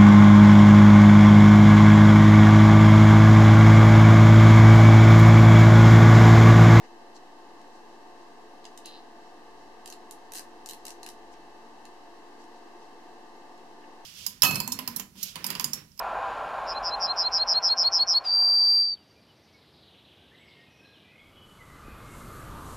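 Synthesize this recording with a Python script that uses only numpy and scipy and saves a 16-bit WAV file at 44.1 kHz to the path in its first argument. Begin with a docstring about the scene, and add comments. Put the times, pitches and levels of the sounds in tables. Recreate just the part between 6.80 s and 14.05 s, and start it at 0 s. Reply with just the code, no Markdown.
"""Zip tie pulled tight

A small room, the camera's microphone pair above a desk, a nylon zip tie worked by hand close in front.
The tip sticks and slips into the head with a squeak, then the pawl snaps over the teeth in short runs,
brighter for a harder, faster pull, and the room answers each snap. Fingers slide and tap on the plastic.
Computer fans hum and rush throughout, a little to the left; a faint deep drone swells and fades."""
import sys
import numpy as np
from scipy import signal
from scipy.fft import rfft, irfft
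from scipy.io import wavfile

SR = 44100
rng = np.random.default_rng(int(sys.argv[2]) if len(sys.argv) > 2 else 0)


def transcribe(u):
    """Save the signal u as a 16-bit wav file named by the first command-line argument.

    u: samples, shape (n,) or (channels, n), limited to [-1, 1]; the rate is SR.
    q: integer samples, one column per channel.
    """
    v = np.clip(np.atleast_2d(u).T, -1, 1)
    q = np.round(v * 32767).astype(np.int16)
    wavfile.write(sys.argv[1], SR, q)


N = 319725
TIME, FREQS = np.arange(N) / SR, np.fft.rfftfreq(N, 1 / SR)

# spectrum of the fans' rushing air: frequency_hz, density_db
RUSH_SPECTRUM = [(25, -100), (90, -107), (150, -101), (220, -88), (330, -79), (500, -82.5), (800, -80),
                 (1100, -84.5), (1800, -90.5), (2800, -95.5), (4000, -97), (6000, -103), (9000, -111),
                 (14000, -117)]
# stereo width of the rush: frequency_hz, side_minus_mid_db
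RUSH_WIDTH = [(60, -22), (300, -13.5), (600, -6), (900, -5.5), (1400, -4), (2000, 1), (14000, -1.2)]
# shaft and blade tones of the fans: pitch_hz, level_db, left_lead_rad
HUM_TONES = [(87.8, -88, 0.073), (146.9, -78, 0.24), (186, -78, 0.85), (231.4, -67, 0.56),
             (292.3, -68.5, .2), (344.5, -62.5, 0.49), (437.8, -66.5, 0.78), (592, -68, 0.99),
             (693, -61.5, 0.42), (735.4, -62, 0.87), (868, -67.5, .9), (882.8, -61.5, 0.48),
             (918.5, -66, 0.35), (1048, -72, 2.1), (1068, -70.5, .8), (1178, -69.5, 0.69),
             (1573, -73, 1.86), (1770, -73, 0.5), (2641, -75.5, 0.25), (5440, -83, 1.7), (6130, -91, 1.1),
             (7900, -86, 1.6)]
# fingertips sliding on the strap: middle_s, half_length_s, level_db, centre_hz
FINGER_SLIDES = [(0.04, 0.043, -55, 1770), (0.047, 0.043, -64, 4770), (0.365, 0.031, -56, 5000),
                 (0.958, .06, -67, 5500), (4.532, 0.025, -62, 5800), (5.598, 0.023, -59, 1600),
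                 (5.616, .04, -63, 5060), (6.03, 0.071, -65, 4170), (7.045, 0.038, -56.5, 1800)]
# strap and fingernails knocking on the head: start_s, level_db, brightness_db_per_octave
HEAD_TAPS = [(0.3634, -42.5, -12), (0.8144, -49, -9), (1.8416, -39, -10), (1.8521, -31, -14.5),
             (4.5383, -40, -16), (5.0525, -37, -6.5), (5.64, -50, -5), (6.777, -50, -6)]
# resonances of head and strap: pitch_hz, width_hz, left_db, right_db
TIE_RESONANCES = [(830, 170, -4, -4), (2170, 800, -6, -8), (2600, 530, 0, 2), (4100, 440, 8, 5.5),
                  (5000, 350, -3, 2.5), (5500, 600, 1, -1), (6310, 340, 6.5, 1.5), (6650, 500, -5, -2),
                  (7650, 1900, 1, 0), (9200, 1500, -19, 0.5), (9900, 430, -4, 8.5), (11500, 310, -13, 1),
                  (12100, 380, 3, -7), (13300, 760, 1, -6)]
# colour of the room's answer: frequency_hz, gain_db
ROOM_SPECTRUM = [(200, 7), (1500, -0.5), (4500, -3.5), (8000, -3.5), (11000, -4), (14000, -5)]
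# the pawl snapping off each tooth: start_s, level_db
PAWL_SNAPS = [(1.975, -32.5), (2.0569, -29), (3.0584, -30), (3.0755, -32), (3.1, -31), (3.1242, -30.5),
              (3.3094, -29.5), (3.5199, -30), (3.5352, -27.5), (3.5476, -31), (3.5527, -27), (3.557, -30.5),
              (3.5623, -28.5), (3.5683, -28.5), (3.5748, -29), (3.5824, -27), (3.5932, -28.5),
              (3.8594, -27.5), (3.888, -27), (3.8953, -28.5), (3.9093, -28.5), (3.933, -31.5), (4.052, -28),
              (4.0662, -28.5), (4.0802, -28.5), (4.104, -31), (4.2304, -30.5), (4.2628, -29), (4.288, -30)]
# resonances of the pinched strap: pitch_hz, width_hz, level_db
PINCH_RESONANCES = [(2840, 710, -8), (4100, 580, 2.5), (4430, 610, -.5)]
# swells of the deep drone: peak_s, half_width_s, level_db
DEEP_SWELLS = [(2.83, .17, -72), (4.1, 1.2, -74), (4.56, .24, -76)]
# the hands jolting as the strap gives: start_s, level_db
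HAND_JOLTS = [(3.05, -65), (3.505, -61), (3.885, -62), (3.915, -67), (4.05, -62), (4.26, -65)]
# dips in the microphones' response: centre_hz, half_width_hz, gain_db
MICROPHONE_DIPS = [(614, 57.5, -7.5), (1376, 144, -11), (2372, 188, -11), (3476, 276, -6)]

LEFT_RIGHT = np.array([[1], [-1]])


def undb(db):
    """Decibels to gain."""
    return 10 ** (np.asarray(db) / 20)


def unit(x):
    """Scale to a mean energy of one per channel, keeping the balance."""
    return x / np.sqrt(np.mean(np.sum(x ** 2, axis=-1)))


def colour(points, hz):
    """Gain of a (frequency_hz, gain_db) curve on a log-frequency axis."""
    points_hz, db = np.transpose(points)
    return undb(np.interp(np.log(hz + 1), np.log(points_hz), db))


def walk(rate_hz):
    """A wander of about unit spread: random levels joined by straight lines."""
    knots = np.arange(0, N / SR + 1, .5 / rate_hz)
    return np.interp(TIME, knots, rng.standard_normal(len(knots))) * np.sqrt(3 / 2)


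def ring(t, hz, width_hz, phase=0):
    """A damped mode whose spectral peak does not depend on its width."""
    return width_hz * np.exp(-np.pi * width_hz * t) * np.sin(2 * np.pi * hz * t + phase)


def fan_rush(gain_db=-0.27):
    """Steady air noise from the fans; the bass reaches both microphones alike."""
    width = colour(RUSH_WIDTH, FREQS)
    mid, side = rfft(rng.standard_normal((2, N)))
    pair = (mid + LEFT_RIGHT * width * side) / np.sqrt(1 + width ** 2)
    return irfft(pair * colour(RUSH_SPECTRUM, FREQS), N) * np.sqrt(SR / 2) * undb(gain_db)


def fan_hum(drift=0.000501, flutter_db=1.12):
    """Fan tones whose speed drifts slightly and whose strength flutters in the air stream."""
    out = np.zeros((2, N))
    for hz, db, lead in HUM_TONES:
        phase = 2 * np.pi * (rng.random() + hz * np.cumsum(1 + drift * walk(1.367)) / SR)
        strength = undb(db + flutter_db * walk(4.9))
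        out += np.sqrt(2) * strength * np.sin(phase + LEFT_RIGHT * lead / 2)
    return out


def grip_shifts(count=8, half_length_s=0.079, level_db=-69, centre_hz=4700):
    """Rows for fainter slides, at random moments as the grip shifts."""
    return [(s, half_length_s, level_db, centre_hz) for s in rng.uniform(0, N / SR, count)]


def finger_slides(grain_db=2.5, width_octaves=0.7):
    """Skin catches on the plastic in a dense spray of tiny slips."""
    out = np.zeros((2, N))
    for middle_s, half_length_s, db, centre_hz in FINGER_SLIDES + grip_shifts():
        size = 2 * int(half_length_s * SR)
        grains = rng.standard_normal((2, size)) * undb(grain_db * rng.exponential(size=size))
        octaves = np.log2((np.fft.rfftfreq(size, 1 / SR) + 1) / centre_hz)
        hiss = irfft(rfft(grains) * np.exp(-(octaves / width_octaves) ** 2))
        slide = undb(db) * hiss / hiss.std() * np.hanning(size)
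        start = max(int((middle_s - half_length_s) * SR), 0)
        out[:, start:start + size] += slide[:, :N - start]
    return out


def nylon_click(brightness, crack_db=-3.5, detune=0.013, scatter_db=2.0,
                rebound_s=0.000681, rebound_gain=0.91, desk_s=.00145, size=1024):
    """A crack, then head and strap ring; the bend runs back along the strap and the desk echoes it."""
    t, hz = np.arange(size) / SR, np.fft.rfftfreq(size, 1 / SR)
    body = np.zeros((2, size))
    for pitch_hz, width_hz, *channel_db in TIE_RESONANCES:
        # the grip shifts a little from click to click, and the modes with it
        tuned_hz = pitch_hz * (1 + detune * rng.standard_normal())
        gains = undb(np.array(channel_db) + scatter_db * rng.standard_normal())
        phases = rng.uniform(0, 2 * np.pi) + min(pitch_hz / 3500, .75) * rng.standard_normal((2, 1))
        body += gains[:, None] * ring(t, tuned_hz, width_hz, phases)
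    lags_s = np.array([rebound_s, desk_s])[:, None, None] * (1 + 0.152 * rng.standard_normal((2, 2, 1)))
    rebound, desk_echo = np.exp(-2j * np.pi * hz * lags_s)
    body = unit(irfft(rfft(body) * (1 + rebound_gain * rebound + desk_echo)))
    crack = -unit(np.diff(ring(t, hz=5400, width_hz=5800), prepend=0))
    click = np.roll(body + undb(crack_db) * crack, size // 32, axis=-1)
    tilt_db = brightness * np.log2(np.maximum(hz, 3000) / 6000)  # flat below 3 kHz
    return unit(irfft(rfft(click) * undb(tilt_db)))


def room(x, wet_db=-1.0, t60_s=0.18, clutter_s=.002, wall_s=.0125, spread_s=.003, wall_db=4.0):
    """Nearby clutter scatters first, then the walls answer together; echoes differ as the hands move."""
    size = 10000
    t, hz = np.arange(size) / SR, np.fft.rfftfreq(size, 1 / SR)
    walls = np.exp(-((t - wall_s) / spread_s) ** 2)
    envelope = (t > clutter_s) * np.exp(-np.log(1000) * t / t60_s) * undb(wall_db * walls)
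    tail = irfft(rfft(rng.standard_normal((2, size)) * envelope) * colour(ROOM_SPECTRUM, hz))
    direct = t == 0
    return signal.fftconvolve(x, direct + undb(wet_db) * unit(tail), axes=1)


def clicks_in_room(rows, gain_db, low_cut_hz, rock_db=1.0, delay_s=.0003):
    """One click and its echoes for each row; so small a part radiates no bass."""
    out = np.zeros((2, N))
    for start_s, db, brightness in rows:
        pan_db = rock_db * rng.standard_normal()  # the head rocks between the fingers
        click = room(nylon_click(brightness))
        start = int((start_s + delay_s) * SR)
        out[:, start:start + click.shape[1]] += click * undb(gain_db + db + LEFT_RIGHT * pan_db / 2)
    return signal.sosfilt(signal.butter(2, low_cut_hz, "high", fs=SR, output="sos"), out)


def head_taps():
    """Strap and fingernails knock lightly on the head."""
    return clicks_in_room(HEAD_TAPS, gain_db=12.0, low_cut_hz=2580)


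def ratchet(usual_db=-29.5, usual_brightness=-1.24, tip_teeth=2.6, body_hz=(1510, 2430), body_db=-1.5):
    """The pawl snaps off each tooth, brighter the harder and faster the pull."""
    start_s, db = np.transpose(PAWL_SNAPS)
    tooth = np.arange(len(start_s))
    teeth_per_s = 1 / np.diff(start_s, prepend=0)
    brightness = usual_brightness + 0.47 * (db - usual_db) + .009 * teeth_per_s  # dB per octave
    brightness -= 3 * np.exp(-tooth / tip_teeth)  # duller at the tapered tip
    snaps = clicks_in_room(zip(start_s, db, brightness), gain_db=11.5, low_cut_hz=650)
    # the strap's free end grows with each tooth and adds body
    free_length = np.interp(TIME, start_s, tooth / tooth.max())
    body = signal.sosfilt(signal.butter(1, body_hz, "band", fs=SR, output="sos"), snaps)
    return snaps + undb(body_db) * free_length ** 2 * body


def tip_push(start_s=2.045, end_s=2.193, attack_s=0.0041, release_s=0.0065, bind_s=.062,
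             bind_db=-49.5, free_db=-55.5, bind_hz=339.5, free_hz=199.6, rough_db=1.0):
    """Strength and slip rate of the tip in the head: it binds unevenly, and both fall as it frees."""
    elapsed_s = np.maximum(TIME - start_s, 0)
    binding = 1 / (1 + (elapsed_s / bind_s) ** 6.2)
    moving = np.clip(elapsed_s / attack_s, 0, 1) * np.clip(1 - (TIME - end_s) / release_s, 0, 1)
    db = free_db + (bind_db - free_db) * binding + rough_db * walk(60)
    slip_hz = free_hz + (bind_hz - free_hz) * binding
    return moving * undb(db), slip_hz


def tip_squeak(jitter=0.15, scatter_db=2, build_s=0.00074, size=512):
    """The strap sticks and slips in the head; each slip rings the pinched strap."""
    strength, slip_hz = tip_push()
    slip_count = np.floor(np.cumsum(slip_hz * (1 + jitter * walk(120))) / SR)
    slips = np.diff(slip_count, prepend=0) * undb(scatter_db * rng.standard_normal(N))
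    slips *= strength * np.sqrt(SR / slip_hz)
    t = np.arange(size) / SR
    mic_phases = np.array([[0], [np.pi / 3]])  # the two microphones hear the strap out of step
    rings = sum(undb(db) * ring(t, hz, width_hz, mic_phases + k * np.pi / 2)
                for k, (hz, width_hz, db) in enumerate(PINCH_RESONANCES))
    soft_contact = 1 - np.exp(-(t / build_s) ** 2)
    return signal.fftconvolve(slips[None], unit(rings * soft_contact), axes=1)[:, :N]


def drone(pitch_hz=43.1):
    """A faint deep tone that comes and goes in smooth swells."""
    strength = sum(undb(db) * np.exp(-((TIME - peak_s) / half_width_s) ** 2)
                   for peak_s, half_width_s, db in DEEP_SWELLS)
    return np.sqrt(2) * strength * np.sin(2 * np.pi * pitch_hz * TIME)


def hand_jolts(pitch_hz=92, width_hz=28):
    """Soft, low thuds of the hands as the strap gives."""
    return sum(undb(db) * ring(np.maximum(TIME - start_s, 0), pitch_hz, width_hz) / width_hz
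               for start_s, db in HAND_JOLTS)


def scene(fans_pan_db=0.9):
    """The tie close in front of the microphones, the fans a little to the left."""
    tie = ratchet() + head_taps() + room(tip_squeak(), wet_db=-5.0)[:, :N]
    fans = (fan_rush() + fan_hum()) * undb(LEFT_RIGHT * fans_pan_db / 2)
    return tie + finger_slides() + hand_jolts() + fans + drone()


def record(dry, top_hz=14000, offset=-.0025):
    """The camera's microphones have a row of dips; its converter cuts the top and sits just off zero."""
    dips_db = sum(db * np.exp(-((FREQS - hz) / half_width_hz) ** 2)
                  for hz, half_width_hz, db in MICROPHONE_DIPS)
    heard = irfft(rfft(dry) * undb(dips_db), N)
    top_cut = signal.ellip(10, .1, 70, top_hz, fs=SR, output="sos")
    return signal.sosfilt(top_cut, heard) + offset


dry = scene()
out = record(dry)
transcribe(out)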